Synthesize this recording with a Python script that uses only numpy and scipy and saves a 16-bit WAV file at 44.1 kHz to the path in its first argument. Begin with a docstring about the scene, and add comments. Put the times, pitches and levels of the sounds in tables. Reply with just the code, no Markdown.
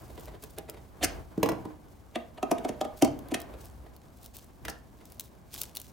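"""Shirt cloth rustles and crackles close by over a faint rumble of room air, with soft scuffs on the floor.
Then someone works at a wall outlet: one mains plug is pulled and clatters onto the floor, another taps
around the socket and is pushed home; later a plug is picked up from the floor.
Blows are short mixes of fading tones and noise, sliding parts are bursts of rough noise, and cloth and air
are noise with shaped colour and level. Echoes and a fading tail put the sounds in a room."""
import sys
import numpy as np
from scipy import signal
from scipy.io import wavfile
from scipy.ndimage import uniform_filter1d

SR = 44100
rng = np.random.default_rng(int(sys.argv[2]) if len(sys.argv) > 2 else 0)


def store_pcm(level_fs):
    """Save levels as 16-bit WAV."""
    pcm = np.round(np.clip(level_fs, -1, 1) * 32767).astype(np.int16)
    wavfile.write(sys.argv[1], SR, np.atleast_2d(pcm).T)


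N = 261072   # length of the scene, samples
RING_TIME = np.arange(SR // 8) / SR   # time within one contact, s
LEAD_S = 0.02   # room for the sliding before each contact, s

# floor boards under the plug, one ringing tone a row: pitch_hz, level_db, time to fade by 60 dB fade_s
FLOOR_TONES = [(187, -1.5, 0.064), (210, 2.5, 0.042), (260, 0, 0.039), (312, 3, 0.15), (458.5, 3.5, 0.11),
               (627, -4, 0.03), (700, -15, 0.055), (799, -8.5, 0.06), (968, 6.5, 0.012), (1240, -11, 0.02)]
# broad resonances of the plastic plug on the floor: pitch_hz, width_hz, level_db
FLOOR_PLASTIC = [(1540, 880, 6.4), (1890, 1200, 3.9), (3820, 1000, 0.88), (5000, 1070, 17.7),
                 (8150, 1700, 0.68), (13100, 4700, 3.6)]
# the body bends, leans and pushes: start_s, length_s, rumble_db, rub_db
BODY_MOVES = [(0, .3, -48.5, -53.5), (0.47, 0.68, -54.5, -62), (1.024, 0.16, -44, -45.5),
              (1.402, 0.23, -51.5, -47.5), (2.465, 0.46, -63, -48.5), (3.053, 0.17, -51, -50),
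              (3.282, 0.21, -56, -48.5), (3.543, 0.24, -51, -55.5), (4.642, 0.068, -47.5, -55),
              (5.55, 0.068, -56, -53)]
# the shirt slides over the microphone: start_s, length_s, swish_db
SHIRT_STROKES = [(0, 0.16, -68.5), (0.196, 0.066, -64.5), (0.419, 0.031, -63), (0.499, 0.013, -70.5),
                 (2.97, 0.024, -66), (3.608, 0.056, -62.5), (4.156, .06, -74), (4.23, 0.03, -64),
                 (4.348, 0.051, -61.5), (5.053, 0.14, -70.5), (5.236, 0.021, -67), (5.543, 0.074, -52.5),
                 (5.762, 0.12, -63.5)]


def from_db(db):
    """Turn decibels into a gain."""
    return 10 ** (np.asarray(db) / 20)


def rms_one(x):
    """Scale a sound to an average (rms) strength of 1."""
    return x / np.sqrt(np.mean(x ** 2) + 1e-20)


def burst(x, db):
    """Give a short sound the energy of 10 ms at this level."""
    energy = np.sum(x ** 2) + 1e-20
    return from_db(db) * x * np.sqrt(SR / 100 / energy)


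def band(x, low_hz, high_hz, order=2):
    """Keep mainly the pitches between two limits, with a Butterworth filter."""
    limits = [low_hz, min(high_hz, 0.45 * SR)]
    sos = signal.butter(order, limits, "band", fs=SR, output="sos")
    return signal.sosfilt(sos, x + 1e-18)


def at_hz(points, hz, axis=1):
    """Read a table column at any pitch, along a logarithmic pitch scale."""
    points = np.array(points)
    return np.interp(np.log(hz), np.log(points[:, 0]), points[:, axis])


def add(track, sound, s):
    """Mix a sound into a track from time s."""
    start = max(round(s * SR), 0)
    track[start:start + len(sound)] += sound[:N - start]


def panned(x, left_db):
    """Make the left side louder than the right by this many decibels."""
    return x * from_db([[left_db / 2], [-left_db / 2]])


def drift(rate):
    """Wander at random, through this many chance values a second joined by straight lines."""
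    position = np.arange(N) / SR * min(rate, 300)
    return np.interp(position, np.arange(2000), rng.standard_normal(2000))


def noise_bands(size):
    """Yield half-octave bands of stereo noise, partly alike in both ears: (centre Hz, noise)."""
    # how alike left and right are: pitch_hz, likeness (0 to 1)
    likeness = [(25, .3), (60, 0.58), (250, 0.54), (700, 0.33), (2000, 0.31), (6000, 0.7), (14000, 0.83)]
    edges_hz = 18 * 2 ** (np.arange(21) / 2)
    white = rng.standard_normal((2, 2, size))
    for k, (low, high) in enumerate(zip(edges_hz, edges_hz[1:])):
        mid, side = band(white[k % 2], low, high)
        hz = np.sqrt(low * high)
        alike = np.clip(at_hz(likeness, hz), 0, 1)
        yield hz, np.sqrt(1 + alike) * mid + np.sqrt(1 - alike) * side * [[1], [-1]]


def coloured(spectrum):
    """Build stereo noise with this balance of pitches, at rms 1."""
    return rms_one(sum(from_db(at_hz(spectrum, hz)) * noise for hz, noise in noise_bands(N)))


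def gestures(rows, still_db, rise_db_per_s, fall_db_per_s):
    """Level in dB of movements (start_s, length_s, level_db) that swell, hold and fade to stillness."""
    t = np.arange(N) / SR
    power = from_db(still_db) ** 2
    for start, length, db in rows:
        early = np.maximum(start - t, 0)
        late = np.maximum(t - start - length, 0)
        power = power + from_db(db - rise_db_per_s * early - fall_db_per_s * late) ** 2
    return 10 * np.log10(power)


def room(x, wet_db, echo_db, scatter_db):
    """Add scatter from things nearby, a few reflections, and a diffuse tail whose treble dies first."""
    # lingering tail of the room: pitch_hz, time to fade by 60 dB fade_s, level_db
    tail = [(77.6, 0.98, 1.5), (248, 0.65, -12.5), (756, 0.4, -5), (1720, 0.34, -6.5), (5000, 0.32, -13),
            (9000, 0.23, -17.5), (15000, 0.077, -14)]
    # reflections from nearby floor, wall and body: delay_s, left_db, right_db
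    echoes = [(.0052, -15.5, -12), (.0093, -8.5, -26.5), (0.0179, -34, -29), (.021, -35, -26)]
    t = np.arange(SR) / SR
    response = 0
    for hz, noise in noise_bands(SR):
        fade_s, db = at_hz(tail, hz), at_hz(tail, hz, axis=2)
        decay = from_db(-60 * t / fade_s) * (1 - np.exp(-t / 0.00076))
        response = response + from_db(db + wet_db) * noise * decay / np.sqrt(2 * np.sum(decay ** 2))
    for delay_s, *sides_db in echoes:
        click = np.arange(SR) == round(delay_s * SR)
        dulled = signal.lfilter([0.4], [1, -0.6], click)
        response = response + from_db(np.array(sides_db) + echo_db)[:, None] * dulled
    # sideways scatter arrives a moment later and reaches the two ears with opposite signs
    scatter = rng.standard_normal(SR) * np.exp(-t / 0.005) * (t > 0.002)
    scatter = rms_one(band(scatter, 200, 14000, order=1)) / np.sqrt(SR)
    response = response + from_db(scatter_db) * scatter * [[1], [-1]]
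    return x + signal.fftconvolve(x[None], response, axes=1)[:, :N]


def friction(slide_s, settle_s, grain_db):
    """Tiny slips swell while two parts slide, and die away once they seat."""
    t = RING_TIME - LEAD_S
    swell = np.exp(np.where(t < 0, t / max(slide_s, 1e-4), -t / settle_s))
    # each slip holds one chance level for 16 samples
    slips = np.repeat(rng.standard_normal(len(t)), 16)[:len(t)]
    return swell * rng.standard_normal(len(t)) * from_db(grain_db * np.clip(slips, -2, 2))


def ringing(modes, low_hz, high_hz, scatter_db, detune):
    """Ring the tones within a range, each with a chance strength and detuned by the grip."""
    hz, db, fade_s = np.array(modes).T[:, :, None]
    strength, grip = rng.standard_normal((2, len(hz), 1))
    in_range = (hz >= low_hz) * (hz < high_hz)
    gain = from_db(db + scatter_db * strength - 60 * RING_TIME / fade_s) * in_range
    sign = (-1) ** np.arange(len(hz))[:, None]
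    tones = np.sin(2 * np.pi * hz * (1 + detune * grip) * RING_TIME)
    return np.sum(sign * gain * tones, axis=0)


def thump(modes, low_hz, high_hz, crowd_top_hz, dense_db, dense_fade_s):
    """Clear tones plus the crowd of weaker ones between them, heard as a short noise."""
    crowd = rng.standard_normal(len(RING_TIME)) * from_db(-60 * RING_TIME / dense_fade_s)
    clear = ringing(modes, low_hz, high_hz, scatter_db=2.5, detune=0.03)
    return burst(clear, 0) + burst(band(crowd, low_hz, crowd_top_hz), dense_db)


def shell(force, resonances):
    """The plastic colours the slips with broad resonances; the rest of the grit radiates directly."""
    out = signal.lfilter([0.6], [1, -0.4], force)
    for hz, width_hz, db in resonances:
        r = np.exp(-np.pi * width_hz / SR)   # a wider resonance dies sooner
        feedback = [1, -2 * r * np.cos(2 * np.pi * hz / SR), r * r]
        resonance = signal.lfilter([1, 0, -1], feedback, force + 1e-18)
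        out = out + from_db(db) * (1 - r * r) / 2 * resonance
    return out


def contacts(rows, modes, resonances, settle_s, body_lag_s, dense_db, scrape_db):
    """Each blow rocks the low tones of the body; the friction around it excites the hard plastic shell."""
    out = np.zeros(N)
    bottom_hz, thud_top_hz, knock_top_hz = 110, 520, 1400
    press = 1 - np.exp(-RING_TIME / 0.0017)   # the force takes a moment to build
    for s, thud_db, knock_db, clack_db, snap_db, slide_s in rows:
        # a soft blow has little knock and a deeper thud; a blunt one has little snap and loses its top
        soft_hz = np.clip(580 * from_db(0.29 * (knock_db - thud_db)), 220, 800)
        sharp_hz = np.clip(17000 * from_db(0.5 * (snap_db - clack_db)), 10000, 17500)
        low = thump(modes, bottom_hz, thud_top_hz, crowd_top_hz=513, dense_db=dense_db, dense_fade_s=0.09)
        middle = thump(modes, thud_top_hz, knock_top_hz, crowd_top_hz=997,
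                       dense_db=dense_db, dense_fade_s=0.035)
        add(out, burst(band(low * press, 100, soft_hz), thud_db), s + body_lag_s - 0.003)
        add(out, burst(band(middle * press, 400, 1500), knock_db), s - 0.002)
        rub = friction(slide_s, settle_s, grain_db=3.5)
        plastic = shell(rub, resonances)
        add(out, burst(band(rub, 340, 640), knock_db + scrape_db), s - LEAD_S)
        add(out, burst(band(plastic, 1540, 3700), clack_db), s - LEAD_S)
        add(out, burst(band(plastic, 4350, sharp_hz), snap_db), s - LEAD_S)
    return out


def room_air():
    """The air is steady, mostly low noise; a deeper rumble swells as the body moves."""
    # steady air noise: pitch_hz, relative level_db per Hz
    air_colour = [(15, -26), (25, -21), (49, 10), (76, 1), (236, 4), (301, -15), (545, -8), (775, -11.5),
                  (840, -18), (2220, -24.5), (12200, -34), (14800, -38), (16000, -32)]
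    # rumble of the moving body: pitch_hz, relative level_db per Hz
    rumble_colour = [(20, -40), (35, -41), (57, 14), (75, 1), (110, 14.5), (170, -36.5)]
    moves = [(s, length, db) for s, length, db, _ in BODY_MOVES]
    rumble_db = gestures(moves, still_db=-57, rise_db_per_s=250, fall_db_per_s=97)
    return from_db(-58) * coloured(air_colour) + from_db(rumble_db) * coloured(rumble_colour)


def clothing():
    """Cloth rubs dully and hisses as the body moves; single fibres catch in clumps."""
    # dull rubbing: pitch_hz, relative level_db per Hz
    rub_colour = [(90, 0.5), (180, -7.5), (320, 0.5), (500, -5), (750, -3.5), (1300, -12.5), (3000, -27),
                  (6000, -36)]
    # bright hiss: pitch_hz, relative level_db per Hz
    swish_colour = [(1200, -29), (2500, -4.5), (4500, -1.5), (8000, -1.5), (13000, -9.5), (16000, -1.5)]
    moves = [(s, length, db) for s, length, _, db in BODY_MOVES]
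    rub_db = gestures(moves, still_db=-57.5, rise_db_per_s=232, fall_db_per_s=105)
    swish_db = gestures(SHIRT_STROKES, still_db=-75.5, rise_db_per_s=417, fall_db_per_s=170)
    rub = from_db(rub_db - 1.5 + 2.5 * drift(34)) * coloured(rub_colour)
    swish = from_db(swish_db + 1.0 + 3.7 * drift(70)) * coloured(swish_colour)
    # chance catches, whose rate per second wanders around 420
    caught = rng.random(N) < 420 * from_db(4 * drift(25)) / SR
    fibres = uniform_filter1d(caught * rng.exponential(1, N), size=50) * rng.standard_normal(N)
    crackle = from_db(swish_db - 1.5) * rms_one(band(fibres, 1300, 12400, order=1))
    return rub + panned(swish + crackle, left_db=-1.5)


def stroke_creases(count):
    """Every stroke of the shirt sheds a few ticks at random moments and levels."""
    return [(start + length * rng.random(), db + 9 - 11 * rng.random())
            for start, length, db in SHIRT_STROKES for _ in range(count)]


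def creases():
    """Folds of cloth snap free in bright ticks, each a very short burst of friction."""
    # single folds, loud and faint, catching at the microphone: start_s, level_db
    single_folds = [(.438, -46), (0.585, -42.5), (.698, -42), (3.191, -53.5), (3.286, -55.5), (3.402, -47),
                    (3.417, -48), (3.965, -58), (4.261, -50.5), (4.368, -47.5), (4.387, -56), (4.444, -60),
                    (5.055, -56), (5.121, -53.5), (5.197, -37.5), (5.208, -45), (5.541, -43),
                    (5.616, -32.5), (5.634, -41), (5.752, -45.5), (5.762, -45.5), (5.77, -36.5), (5.8, -46),
                    (5.816, -46.5)]
    # a fold below this level loses this much more crackle per dB, and so sounds thinner
    big_fold_db, thinning = -32, 0.067
    out = np.zeros(N)
    for s, db in single_folds + stroke_creases(count=5):
        slip = friction(slide_s=0.0006, settle_s=0.0018, grain_db=4)
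        crackle_db = db - thinning * max(big_fold_db - db, 0)
        crackle = band(slip, 2580, 11500) + 0.36 * band(slip, 560, 2950)
        add(out, burst(crackle, crackle_db), s - LEAD_S)
        add(out, burst(band(slip, 8500, 17000), db + 0.5), s - LEAD_S)   # fizz on top
    return out


def scuffs():
    """Shoes and cable scuff the floor in soft, dull blows that share one balance of levels."""
    # scuffs: start_s, knock_db
    scuff_list = [(0.102, -58.5), (0.179, -51.5), (0.283, -52), (.348, -56), (0.437, -53), (.584, -47.5),
                  (0.691, -51), (.744, -56), (.774, -56.5), (3.54, -55), (3.866, -59.5), (5.014, -60)]
    # thud, clack and snap levels all follow the knock; the sliding swells over 7.2 ms
    rows = [(s, db + 3, db, db, db - 4.5, 0.0072) for s, db in scuff_list]
    return contacts(rows, FLOOR_TONES, FLOOR_PLASTIC, settle_s=0.0069, body_lag_s=0.0025,
                    dense_db=0, scrape_db=6)


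def bounces(touches, count):
    """A plug that lands hard rocks from edge to edge; every other bounce is on its softer side."""
    hard_knock_db, gap_s = -33, 0.0293
    body_loss_db, click_loss_db, soft_side_db = 2.8, 3.0, -9   # losses are per bounce
    rows = []
    for s, thud_db, knock_db, clack_db, snap_db, slide_s in touches:
        if knock_db > hard_knock_db:
            for k in range(1, count + 1):
                side_db = soft_side_db * (k % 2)
                body_db = side_db / 2 - body_loss_db * k
                click_db = side_db - click_loss_db * k
                rows.append((s + gap_s * k, thud_db + body_db, knock_db + body_db,
                             clack_db + click_db, snap_db + click_db, slide_s / 2))
    return rows


def plug_on_floor():
    """Boards thud and knock and plastic clacks at each floor contact; a hard landing rattles on."""
    # plug and cable land, and later the plug knocks as it is picked up:
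    # start_s, thud_db, knock_db, clack_db, snap_db, sliding time slide_s
    touches = [(1.378, -24.5, -46, -57, -56.5, 0.0015), (1.4307, -21, -25, -29.5, -30, 0.0011),
               (1.654, -34, -43.5, -55, -56, .003), (4.652, -45, -48.5, -40, -41.5, 0.0015),
               (4.683, -44.5, -42, -36, -39.5, 0.001), (4.699, -49, -50, -59, -40.5, 0.004)]
    return contacts(touches + bounces(touches, count=3), FLOOR_TONES, FLOOR_PLASTIC, settle_s=0.0037,
                    body_lag_s=0.0016, dense_db=-4.5, scrape_db=-7)


def plug_in_socket():
    """Plug and hand knock on the socket: its box rings in low tones while the plastic scrapes and snaps."""
    # contacts: start_s, thud_db, knock_db, clack_db, snap_db, sliding time slide_s
    touches = [(1.012, -39.5, -42.5, -55, -66, 0.0012), (1.034, -27, -29.5, -30, -37, 0.0066),
               (1.048, -37, -58, -26, -22, 0.011), (2.158, -31, -31, -35, -42.5, 0.0033),
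               (2.382, -54, -42.5, -51, -59.5, 0.0049), (2.429, -28.5, -27, -39.5, -42, 0.0012),
               (2.515, -22, -22.5, -35.5, -33.5, 0.0022), (2.584, -35.5, -48, -46.5, -50.5, 0.0024),
               (2.650, -27.5, -29.5, -41.5, -44, 0.003), (2.692, -30, -36, -41.5, -41.5, .0043),
               (2.813, -34.5, -27.5, -36.5, -38, 0.0022), (2.851, -37, -35.5, -47.5, -49.5, 0.0041),
               (3.024, -12, -21.5, -28, -26.5, 0.003), (3.049, -42, -28.5, -38.5, -34, 0.0023),
               (3.078, -34, -40, -55, -52, .0022), (3.319, -24.5, -36, -45.5, -46.5, 0.0048),
               (3.345, -35, -34, -29, -31, 0.0021)]
    # socket box with the plug against it: pitch_hz, level_db, time to fade by 60 dB fade_s
    box_tones = [(128, -26, 0.21), (203, -54, 0.01), (249.3, 0, 0.14), (297.7, 5, 0.085), (364, 0, 0.062),
                 (458.6, 0, 0.07), (510, -25, 0.062), (647, 3, 0.054), (745, -0.5, 0.046), (785, 0, 0.021),
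                 (1003, -18, 0.027), (1250, -9.5, 0.046)]
    # broad resonances of the plastic plug: pitch_hz, width_hz, level_db
    plug_plastic = [(1920, 560, 15), (3000, 4000, 36.5), (4460, 400, 33), (5680, 190, 21)]
    return contacts(touches, box_tones, plug_plastic, settle_s=0.0023, body_lag_s=0.00301,
                    dense_db=-10, scrape_db=-7)


def scene():
    """Mix the air, the close and drier cloth, and the floor and socket sounding through the room."""
    air = room_air()
    ticks = panned(room(creases(), wet_db=-2, echo_db=0.5, scatter_db=-21), left_db=0.5)
    cloth = ticks + clothing()
    floor = room(plug_on_floor() + scuffs(), wet_db=4.5, echo_db=-4.5, scatter_db=-12)
    socket = room(plug_in_socket(), wet_db=2.5, echo_db=2.0, scatter_db=-12.5)
    return air + cloth + panned(floor, left_db=-1.0) + panned(socket, left_db=-1.1)


def record(dry):
    """Make the left side a little brighter than the right, and cut steeply above 16200 Hz."""
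    treble = signal.sosfilt(signal.butter(1, 5000, "high", fs=SR, output="sos"), dry)
    heard = dry - treble + panned(treble, left_db=1.5)
    return signal.sosfilt(signal.ellip(10, 0.2, 80, 16200, fs=SR, output="sos"), heard)


dry = scene()
out = record(dry)
store_pcm(out)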